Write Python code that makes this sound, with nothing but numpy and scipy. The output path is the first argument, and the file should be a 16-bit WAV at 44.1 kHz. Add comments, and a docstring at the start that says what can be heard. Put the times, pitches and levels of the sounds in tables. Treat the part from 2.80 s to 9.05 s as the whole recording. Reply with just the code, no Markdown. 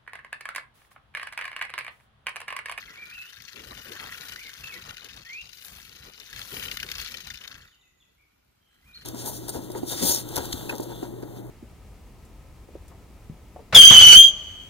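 """A porcupine on the left shakes its hollow tail quills some 25-35 times a second: random knocks ring four
families of short tubes, swelling at each turn of the tail, with hard clashes on top.
It pants in shaped noise: low chest grunts, nasal huffs and brushed grass.
A near bird whistles in fluttering sines, far birds chirp mostly as the rattle dies away, and faint air
hisses throughout."""
import sys
import numpy as np
from scipy import signal
from scipy.io import wavfile
from scipy.ndimage import uniform_filter1d

SR = 44100
rng = np.random.default_rng(int(sys.argv[2]) if len(sys.argv) > 2 else 0)


def store_wav(level_fs):
    """Save 16-bit WAV to argv[1]."""
    pcm = np.round(np.clip(np.atleast_2d(level_fs), -1, 1) * 32767)
    wavfile.write(sys.argv[1], SR, pcm.T.astype(np.int16))


N = 275625


def gain_of(db):
    """Amplitude factor of a level in dB."""
    return 10 ** (np.asarray(db) / 20)


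def evened(x):
    """Scale to an RMS of one."""
    return x / np.sqrt(np.mean(x ** 2) + 1e-20)


def read(points, hz):
    """Read a (Hz, value) table along a logarithmic frequency axis."""
    f, value = np.transpose(points)
    return np.interp(np.log(hz + 1), np.log(f + 1), value)


def curves(rows):
    """Every column of a timed table, drawn in straight lines to every sample."""
    s, *columns = np.transpose(rows)
    return [np.interp(np.arange(N) / SR, s, c) for c in columns]


def add(mix, s, sound):
    """Lay a sound into the mix from s seconds on, cut at the end."""
    part = mix[round(s * SR):][:len(sound)]
    part += sound[:len(part)]


def hiss(spectrum, likeness, patchy_db, size):
    """Two-channel noise of a given colour and left-right likeness, with drifting patches."""
    frames, hz = 4 * N // size + 5, np.fft.rfftfreq(size, 1 / SR)
    a, b, c, d, patches = rng.standard_normal((frames, len(hz), 5)).T
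    patches = uniform_filter1d(patches, size=8, axis=0)
    patches = evened(uniform_filter1d(patches, size=6, axis=1))
    same = np.clip(read(likeness, hz), -1, 1)[:, None]
    left = a + 1j * b
    right = same * left + np.sqrt(1 - same ** 2) * (c + 1j * d)
    colour_db = read(spectrum, hz)[:, None] + patchy_db * patches
    z = np.array([left, right]) * gain_of(colour_db)
    return evened(signal.istft(z, nperseg=size, noverlap=3 * size // 4)[1][:, :N])


def scatter(x, t60, gap):
    """Sparse reflections of random sign after a gap (s), other ones for each microphone."""
    at = np.arange(0, SR // 2, 20) + rng.integers(0, 20, (2, SR // 40 + 1))
    strength = gain_of(-60 * at / SR / t60) * (at > gap * SR)
    taps = np.zeros((2, SR))
    np.put_along_axis(taps, at, rng.choice([-1., 1.], at.shape) * strength, 1)
    taps = taps / np.linalg.norm(taps[0])
    return signal.fftconvolve(x * np.ones((2, 1)), taps, axes=1)[:, :N]


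# Colour of the air. Each row: frequency in Hz, relative level in dB per Hz.
AIR_COLOUR = [(15, -13), (25, 5), (144, -8), (552, -14.5), (1450, -16.5), (1850, -31), (2120, -17),
              (2560, -17.5), (6730, -25), (9050, -33), (13200, -25), (15500, -36)]
# Stereo width of air and grass. Each row: frequency in Hz, left-right likeness from -1 to 1.
WIDTH = [(60, 0.94), (180, 0.68), (550, -0.61), (1650, 0.3), (4970, -0.17), (15000, -0.00051)]
AIR_DB = -69


def air():
    """Faint steady background: wide coloured noise with mild patches."""
    return gain_of(AIR_DB) * hiss(AIR_COLOUR, WIDTH, patchy_db=-1.5, size=1024)


def whistle(hz, db, burr):
    """A near sine; burr is a quick random flutter of pitch and strength."""
    flutter, wobble = (evened(uniform_filter1d(rng.standard_normal(len(hz)), size=300)) for _ in range(2))
    tone = np.sin(2 * np.pi * np.cumsum(hz * (1 + 0.0442 * burr * wobble)) / SR)
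    strength = np.sqrt(2) * gain_of(db) * (1 + burr * flutter)
    return strength * tone * signal.windows.tukey(len(hz), .15)


# The near bird, one list a phrase. Each row: time in seconds, pitch in Hz, level in dB, burr from 0 to 1.
NEAR_WHISTLES = [
    [(.07, 2200, -52, 0.46), (.1, 2006, -51.5, 0.73), (.14, 1960, -57, 0.3)],
    [(.16, 2047, -53, 0.1), (.19, 2373, -43.5, 0.06), (.24, 2307, -46, 0.54), (.26, 2280, -68, 0.4),
     (.31, 2410, -46, 0.4)],
    [(.315, 2396, -41, 0.3), (.34, 2683, -47, 0.56), (.4, 2604, -43.5, 0.18), (.43, 2644, -51, 1),
     (.47, 2885, -51, 0.32), (.52, 3200, -56, 0.1)],
    [(1.56, 1890, -48, 0.36), (1.6, 2200, -51, 0.6), (1.62, 2366, -50, 0.9), (1.64, 2150, -49, 0.74),
     (1.675, 2200, -47, 0.71), (1.7, 2170, -65, 0.7)],
    [(1.83, 2680, -57, 0.3), (1.845, 2740, -36.5, 0.64), (1.853, 2750, -58, .3)],
    [(1.858, 2440, -52, 0.1), (1.875, 2700, -41, 0.1), (1.886, 2800, -52, .4)],
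    [(1.89, 2630, -48, 0.55), (1.905, 2550, -42, 0.3), (1.918, 2306, -51, .6), (1.928, 2230, -43, 0.55),
     (1.945, 2200, -51, .8), (1.965, 2034, -46, 1), (1.99, 1980, -66, 0.9)],
    [(2.44, 1730, -56, 0.47), (2.5, 2078, -47, 0.61), (2.57, 2570, -38.5, 0.11), (2.61, 2800, -43.5, 0.12),
     (2.64, 2660, -57, 0)],
    [(6.02, 2050, -63, 0.06), (6.05, 2020, -76, 0.2), (6.065, 2437, -63, 0.02), (6.11, 2420, -62, 0.36),
     (6.19, 2336, -65, .5)],
    [(6.127, 3200, -69, 0.3), (6.148, 4354, -47.5, 0.14), (6.175, 4235, -47, 0.45),
     (6.195, 4220, -59, 0.45), (6.21, 4400, -61, 0.4), (6.248, 4250, -64, 0.7)],
]
# The far birds. Each row: start in seconds, length in seconds, first pitch in Hz, pitch it settles towards
# in Hz, glide time constant in seconds, starting level in dB, burr from 0 to 1.
FAR_CHIRPS = [(4.512, 0.11, 7160, 6650, 0.09, -69, 0.4), (4.797, 0.12, 7250, 6640, 0.073, -73, 0.27),
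              (4.988, 0.14, 7060, 6620, 0.049, -76.5, 0.3), (5.168, 0.1, 6970, 6650, 0.08, -75.5, 0.17),
              (4.863, 0.021, 4630, 4440, .012, -71, 0.1), (4.869, 0.023, 3890, 3410, 0.011, -61, 0.05),
              (4.905, 0.025, 3900, 3300, 0.0078, -68, .05), (4.922, 0.032, 3220, 2730, 0.015, -65, 0.3),
              (5.011, 0.015, 3770, 3550, 0.013, -67, 0.5), (5.023, 0.052, 3080, 2550, 0.0096, -69, 0),
              (4.958, .36, 2040, 1938, .2, -77.5, 0.34), (5.202, 0.028, 3690, 3300, 0.0073, -62.5, 0.25),
              (5.22, .04, 3030, 2510, 0.013, -70.5, 0.2), (5.376, 0.157, 2343, 2200, 0.095, -72.5, 0.82),
              (5.7, .09, 8300, 8050, 0.051, -87, 0), (5.87, 0.15, 8300, 8120, 0.065, -84, 0.04),
              (5.716, .1, 4000, 4000, .06, -88, 0.13), (5.803, 0.19, 3200, 3105, 0.048, -73.5, 0.52),
              (5.905, 0.085, 4080, 4010, 0.045, -78, 0.19)]


def birds():
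    """Gliding whistles: the near bird has weaker, shorter echoes; far birds ring on among the trees."""
    near, far = np.zeros(N), np.zeros(N)
    for phrase in NEAR_WHISTLES:
        first_s, last_s = phrase[0][0], phrase[-1][0]
        span = slice(round(first_s * SR), round(last_s * SR))
        add(near, first_s, whistle(*(c[span] for c in curves(phrase))))
    for s, length, first_hz, last_hz, glide, db, burr in FAR_CHIRPS:
        t = np.arange(0, length, 1 / SR)
        hz = last_hz + (first_hz - last_hz) * np.exp(-t / glide)
        add(far, s, whistle(hz, db - 7 * t / length, burr))
    # a few samples between the microphones place the near bird left, the far ones slightly right
    direct = np.array([near + far, np.roll(near, 4) + np.roll(far, -1)])
    near_echo = gain_of(-4) * scatter(near, 0.23, 0.0055)
    far_echo = gain_of(2.5) * scatter(far, 0.54, 0.0082)
    return direct + near_echo + far_echo


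# The tail's beat. Each row: time in seconds, swings so far.
TAIL_SWINGS = [(0.057, 0), (0.383, 8), (0.527, 12), (0.842, 20), (1.121, 28), (1.562, 40), (1.981, 52),
               (2.133, 56), (2.778, 72), (2.924, 76), (3.05, 80), (3.338, 88), (3.596, 96), (4.062, 112),
               (4.442, 124), (4.848, 136)]
# The shake. Each row: time in seconds, left lean in dB, depth of the beat in dB, both before each family
# takes its share.
SHAKE_MOVES = [(0.0, 10.5, 0), (0.12, 5.5, 14), (0.68, 14, 24), (1.28, 11, 8), (2.2, 10, 23.5),
               (3.75, 9, 7.5), (3.99, 10, 29), (4.15, 8, 20), (4.53, 11, 29), (4.78, 8.5, 21), (4.9, 2, 23)]


def beat():
    """Strength in dB along each swing: highest at the turn of the tail, then sagging to a short gap."""
    s, count = np.transpose(TAIL_SWINGS)
    t = np.arange(N) / SR
    # 26 swings per s before the table, 30 after it
    outside = 26 * np.minimum(t - s[0], 0) + 30 * np.maximum(t - s[-1], 0)
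    swing = np.interp(t, s, count) + outside + 0.18
    force_db = 1.3 * rng.standard_normal(size=250)[abs(swing).astype(int)]  # no two swings alike
    _, depth_db = curves(SHAKE_MOVES)
    return uniform_filter1d(force_db - depth_db * (swing % 1) ** 1.8, size=180)


# The rattle. Each row: time in seconds, then level in dB of thin quills, long tubes and dry fizz, before
# each family's trim.
RATTLE_LEVELS = [(0.0, -56, -54.5, -64), (0.18, -60, -56.5, -67), (0.42, -57.5, -58, -60),
                 (0.62, -56, -60, -66), (1.03, -55, -56, -57.5), (1.22, -52.5, -49, -57.5),
                 (1.51, -51.5, -54, -53.5), (1.62, -53, -61.5, -59.5), (1.89, -52.5, -53.5, -57.5),
                 (2.3, -54.5, -59.5, -65), (2.66, -56, -72, -68), (2.86, -53, -60.5, -50.5),
                 (3.12, -56.5, -64, -63), (3.4, -55, -66, -63.5), (3.57, -49.5, -55, -57),
                 (3.69, -49, -60, -49), (3.78, -46, -51, -45), (4.05, -50, -55, -56),
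                 (4.21, -43.5, -52.5, -50), (4.4, -49.5, -60.5, -59.5), (4.74, -55.5, -55, -64.5),
                 (4.86, -65, -64.5, -72.5), (4.93, -71, -74.5, -77), (5.05, -94, -86, -83.5),
                 (5.85, -92.5, -84, -83.5), (6.25, -59.5, -64, -65.5)]
ARCH_DB = 4.5  # a breath is strongest in the middle of its hold


def breaths(rows, edges, undertone_db):
    """Gain along time of each column: every breath swells, holds and fades over a faint murmur."""
    start, length, *columns = np.array(rows)[:, :, None].transpose(1, 0, 2)
    swell, fade = edges
    t_fine = np.arange(N) / SR
    t = t_fine[::50]
    shape_db = -swell * np.maximum(start - t, 0) - fade * np.maximum(t - start - length, 0)
    shape_db = shape_db - ARCH_DB * (2 * np.clip((t - start) / length, 0, 1) - 1) ** 2
    murmur_db = curves(RATTLE_LEVELS)[0]  # the murmur follows the thin quills
    gains = []
    for db, low_db in zip(columns, undertone_db):
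        breath = np.interp(t_fine, t, gain_of(db + shape_db).max(0))
        gains.append(breath + gain_of(murmur_db + low_db))
    return gains


# Chest grunts. Each row: start in seconds, length in seconds, level in dB mid-hold.
CHEST_GRUNTS = [(.03, 0.049, -58.5), (.31, 0.086, -62), (.58, 0.058, -57), (.86, 0.14, -51.5),
                (1.1, 0.027, -65), (1.2, 0.14, -55.5), (1.48, 0.069, -56.5), (1.78, 0.086, -53),
                (2.02, 0.11, -50.5), (2.3, 0.12, -53.5), (2.61, 0.062, -57), (2.89, 0.1, -53.5),
                (3, 0.16, -59.5), (3.19, 0.09, -53), (3.51, 0.12, -51), (3.74, 0.23, -48),
                (3.98, 0.077, -48), (4.13, .1, -46.5), (4.27, 0.14, -60.5), (4.44, .11, -49.5),
                (4.7, .16, -56), (6.03, 0.087, -55.5), (6.16, 0.072, -54.5)]
# Huffs, each with a move in the grass. Each row: start in seconds, length in seconds, then huff and swish
# level in dB mid-hold.
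NOSE_HUFFS = [(.05, 0.24, -64.5, -67), (.75, 0.19, -53, -65), (.91, 0.023, -48.5, -48),
              (.96, 0.054, -55, -55), (1.06, .1, -50, -54.5), (1.2, 0.092, -54, -47.5),
              (1.32, 0.26, -61, -60.5), (1.65, 0.045, -64, -70), (1.8, 0.14, -65, -60),
              (1.93, 0.083, -55.5, -59.5), (2.05, 0.08, -60.5, -51.5), (2.22, 0.06, -57.5, -59.5),
              (2.34, 0.069, -62, -57), (2.64, 0.048, -71, -63), (2.85, 0.15, -75, -62),
              (3.1, 0.13, -67, -71), (3.24, 0.066, -58, -59), (3.38, 0.046, -64.5, -64),
              (3.53, 0.24, -68, -61), (3.72, 0.091, -48, -52.5), (3.84, .1, -52, -53.5),
              (4.03, 0.087, -49.5, -58), (4.15, 0.065, -64, -58), (4.33, 0.066, -59.5, -63),
              (4.46, 0.042, -85, -57.5), (4.6, 0.21, -66, -65.5), (4.78, 0.089, -72, -71),
              (6.05, 0.076, -77, -68), (6.18, 0.078, -67.5, -69)]
# Colours of chest, nose and brushed grass. 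Each row: frequency in Hz, relative level in dB per Hz.
CHEST_COLOUR = [(15, -42), (25, -3), (40, 4), (55, -3.5), (144, -5.5), (200, -12), (260, -16), (340, -37)]
NOSE_COLOUR = [(150, -4), (240, -5.5), (330, -5), (447, -1.5), (540, -4.5), (620, -19.5), (750, -29)]
GRASS_COLOUR = [(500, -11), (680, 4), (850, 0.5), (1100, 3), (1350, 5), (1700, -34)]
# Stereo width of the panting. Each row: frequency in Hz, left-right likeness from -1 to 1.
BREATH_WIDTH = [(30, .998), (80, 1), (170, 0.93), (350, 0.8), (700, 1)]
# Murmur of chest, nose and grass, in dB relative to the thin quills of the rattle table.
MURMUR_DB = [-13.5, -17, -15.5]
# Slopes of grunts and huffs: swell before and fade after the hold, in dB per second.
GRUNT_SLOPES = (1500, 390)
HUFF_SLOPES = (870, 1050)


def panting(beat_db):
    """Smooth low air from the chest, jolted by the shaking; a hollow huff through the nose; grass brushed
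    by the body."""
    (grunts,) = breaths(CHEST_GRUNTS, GRUNT_SLOPES, MURMUR_DB[:1])
    huffs, swishes = breaths(NOSE_HUFFS, HUFF_SLOPES, MURMUR_DB[1:])
    chest = hiss(CHEST_COLOUR, BREATH_WIDTH, patchy_db=1.25, size=2048)
    # a steady push of air
    chest = chest / np.sqrt(uniform_filter1d((chest ** 2).mean(0), size=2600) + 0.075)
    grunt = grunts * gain_of(0.2 * beat_db) * chest
    huff = huffs * hiss(NOSE_COLOUR, BREATH_WIDTH, patchy_db=2.5, size=512)
    huff[1] = np.roll(huff[1], round(SR * 0.00041))  # it comes from the left
    grass = hiss(GRASS_COLOUR, WIDTH, patchy_db=3.0, size=256)
    swish = swishes * gain_of(0.21 * beat_db) * grass
    return grunt + (huff + swish) * gain_of([[1.6], [-1.6]])


def tubes(family, knocks, lag, count=9):
    """Knocks ring quills picked at random, each with its own length and path to the far microphone."""
    t, out = np.arange(SR // 40) / SR, np.zeros((2, N))
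    # a touch is brief: the quill is picked anew every five samples
    quill = np.repeat(rng.integers(0, count * len(family), N // 5 + 1), 5)[:N]
    for k, (hz, spread, t60, db) in enumerate(family * count):
        tune = (k // len(family) + rng.random()) * 2 / count - 1
        path = rng.uniform(-1.2, 1)
        fade = np.exp(-np.log(1000) * t / t60)
        fade = fade * (1 - np.exp(-t / (0.041 * t60)))  # the air in the tube takes a moment to speak
        tone = np.sin(2 * np.pi * hz * (1 + 1.434 * spread * tune) * t)
        ring = gain_of(db) * fade * tone / np.linalg.norm(fade)
        sound = signal.oaconvolve(knocks * (quill == k), ring)[:N]
        out[0] += sound
        out[1] += np.roll(sound, round(SR * lag * (1 + 0.34 * path)))
    return out


# Quill tubes, one list a family: thin, long, middle, fizz. Each row: centre pitch in Hz, relative scatter
# of the tuning, decay by 60 dB in seconds, relative level in dB.
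QUILL_TUBES = [
    [(4027, 0.071, 0.0067, 0.5), (4694, 0.014, 0.0024, -2), (5440, 0.11, 0.0046, -3),
     (6333, 0.066, 0.0067, -5)],
    [(1260, 0.074, 0.0022, -6.5), (1445, 0.031, 0.021, -1), (1590, 0.055, 0.0077, -5.5),
     (1796, 0.074, 0.011, 1.5)],
    [(2200, 0.087, 0.011, -3), (2700, 0.097, 0.0078, 0.5), (3200, 0.086, 0.02, -0.5)],
    [(8900, 0.4, 0.00067, -1), (10480, 0.054, 0.0034, -3.5), (12540, 0.023, 0.0009, -0.5),
     (15100, 0.087, .003, 1.5)],
]
# The hardest clashes. Each row: time in seconds, peak in dB before the trim, then long and middle tubes
# in dB relative to that peak.
HARD_CLASHES = [(0.622, -35.5, -21, -12), (0.718, -49, -17, -8), (0.7935, -43.5, -12, 4),
                (0.9712, -47.5, -6, 10), (1.1194, -37, -20, -1), (1.1975, -41.5, 2, 4),
                (1.3328, -36.5, -8, -13), (1.4094, -32, -15, -17), (1.4857, -31.5, -13, -12),
                (1.523, -29, -11, -14), (1.5599, -31, -6, -18), (1.693, -33.5, -6.5, -12),
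                (1.8408, -35, -8, -18), (1.9401, -30, -10, -18), (1.972, -41, -23, -18),
                (2.0873, -38, -5, -17), (2.1075, -34, -7, -7), (2.2453, -30, -16, -12),
                (2.287, -39, -12, -5), (2.3645, -33.5, -17, -22), (2.692, -37.5, -25, -6.5),
                (2.7306, -34.5, -29, -11), (3.2665, -45, -20, -23), (3.4003, -32, -15, -20),
                (3.5294, -33, -7, -10), (3.5618, -28, -13, -10), (3.593, -25.5, -14, -17),
                (3.6148, -29, -11, -6), (3.7672, -33.5, -11, 5.5), (3.8257, -38, 2, 9),
                (3.8534, -34.5, -9, 2.5), (3.8836, -33, -12, 1), (3.9135, -27.5, -18, -3),
                (3.9436, -39, -17, -3), (3.9708, -23.5, -12, -6.5), (4.001, -31, -13, 0.5),
                (4.0297, -23.5, -6.5, -6.5), (4.0884, -33, -15, -1), (4.116, -22, -15, -5),
                (4.151, -36, -18, -9), (4.1823, -25.5, -16, -14), (4.2144, -26.5, -16, -10),
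                (4.2467, -28, -17, -11), (4.275, -28, -13, -14), (4.3194, -28, -20, -15),
                (4.342, -30, -17, -3), (4.371, -26.5, -18, -12), (4.4044, -32, -8.5, -8),
                (4.4704, -32, -9, -12), (4.5022, -28, -10.5, -11), (4.539, -36, -20, -19),
                (4.6384, -38, -9, -0.5), (4.6771, -27.5, -14, -18)]
# One value a family: trim of the rattle in dB, and trim of the clashes in dB.
FAMILY_TRIM_DB = [4.33, 8.5, 11.64, 5.25]
CLASH_TRIM_DB = [4, 13.5, 12.5, -3]
# One value a family: share of the left lean (thin quills lean most, long tubes least), share of the beat.
LEAN_SHARE = [1.136, 0.19, 0.74, 0.9]
BEAT_SHARE = [0.51, 0.19, 0.61, 0.28]
# One value a family: typical lateness at the right microphone in seconds.
RIGHT_LAG_S = [0.00023, 0.00013, 0.00016, 0.00045]
# middle tubes sit below the thin quills and lean this share towards the long tubes
MIDDLE_DB, MIDDLE_LEAN = -6, 0.24
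LEAD_S, LEAD_DB = .004, -14  # lighter touches gather just before a clash
TINT_DB = 1.53  # each family drifts on its own
PATTERN_TURNS_PER_S = 1.7


def quills(beat_db):
    """Knocks swell at each turn of the tail and weaken during the swing; clashes are short dense bursts."""
    force = gain_of(1.55 * rng.exponential(1, N).clip(0, 2.6))
    collisions = force * (rng.random(N) < 700 / SR)  # some 700 a second
    collisions = uniform_filter1d(collisions, size=14)  # each lasts under a millisecond
    out, t = np.zeros((2, N)), np.arange(SR // 100) / SR
    after = np.maximum(t - LEAD_S, 0)
    onset = np.minimum(after / 0.00052 + gain_of(LEAD_DB) * t / LEAD_S, 1)
    clash = onset * np.exp(-after / 0.0008)
    thin_db, long_db, fizz_db = curves(RATTLE_LEVELS)
    middle_db = thin_db + MIDDLE_DB + MIDDLE_LEAN * (long_db - thin_db)
    left_lean_db, _ = curves(SHAKE_MOVES)
    for k, (family, level_db) in enumerate(zip(QUILL_TUBES, [thin_db, long_db, middle_db, fizz_db])):
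        tint = evened(uniform_filter1d(rng.standard_normal(N), size=1200))
        pulse = gain_of(BEAT_SHARE[k] * beat_db + TINT_DB * tint)
        pulse = pulse / np.sqrt(uniform_filter1d(pulse ** 2, size=6000))
        # hard collisions over countless light touches, most of them in the fizz
        touches = (evened(collisions) + 0.41 + 1.24 * (k == 3)) * rng.standard_normal(N)
        knocks = gain_of(level_db + FAMILY_TRIM_DB[k]) * pulse * evened(touches)
        dusts = rng.choice([-1., 1.], (len(HARD_CLASHES), len(t)))
        for (at, db, long_rel_db, middle_rel_db), dust in zip(HARD_CLASHES, dusts):
            clash_db = db + [0, long_rel_db, middle_rel_db, 0][k] + CLASH_TRIM_DB[k]
            add(knocks, at - LEAD_S, gain_of(clash_db) * dust * clash)
        lean = gain_of(LEAN_SHARE[k] * left_lean_db * [[.5], [-.5]])
        out += tubes(family, knocks, RIGHT_LAG_S[k]) * lean
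    # thin tubes radiate no bass
    out = signal.sosfilt(signal.butter(4, 1050, "high", fs=SR, output="sos"), out)
    # three random echo patterns of grass and ground fade into one another, so no single one colours the rattle
    turn = 2 * np.pi * PATTERN_TURNS_PER_S * np.arange(N) / SR
    weights = np.sqrt(2 / 3) * np.cos(turn + np.pi / 3 * np.arange(3)[:, None])
    return out + gain_of(-5.5) * sum(scatter(out * w, 0.025, 0.00085) for w in weights)


def scene():
    """Air, birds, and the panting and rattle that share one tail beat."""
    beat_db = beat()
    return air() + birds() + panting(beat_db) + quills(beat_db)


EDGE_HZ = 15500


def record(dry):
    """The small microphones lose the deepest bass; then a steep filter ends the treble at EDGE_HZ."""
    thin = signal.sosfilt(signal.butter(4, 40, "high", fs=SR, output="sos"), dry)
    treble_limit = signal.firwin(511, EDGE_HZ, window=("kaiser", 9), fs=SR)
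    return signal.oaconvolve(thin, treble_limit[None], "same")


dry = scene()
out = record(dry)
store_wav(out)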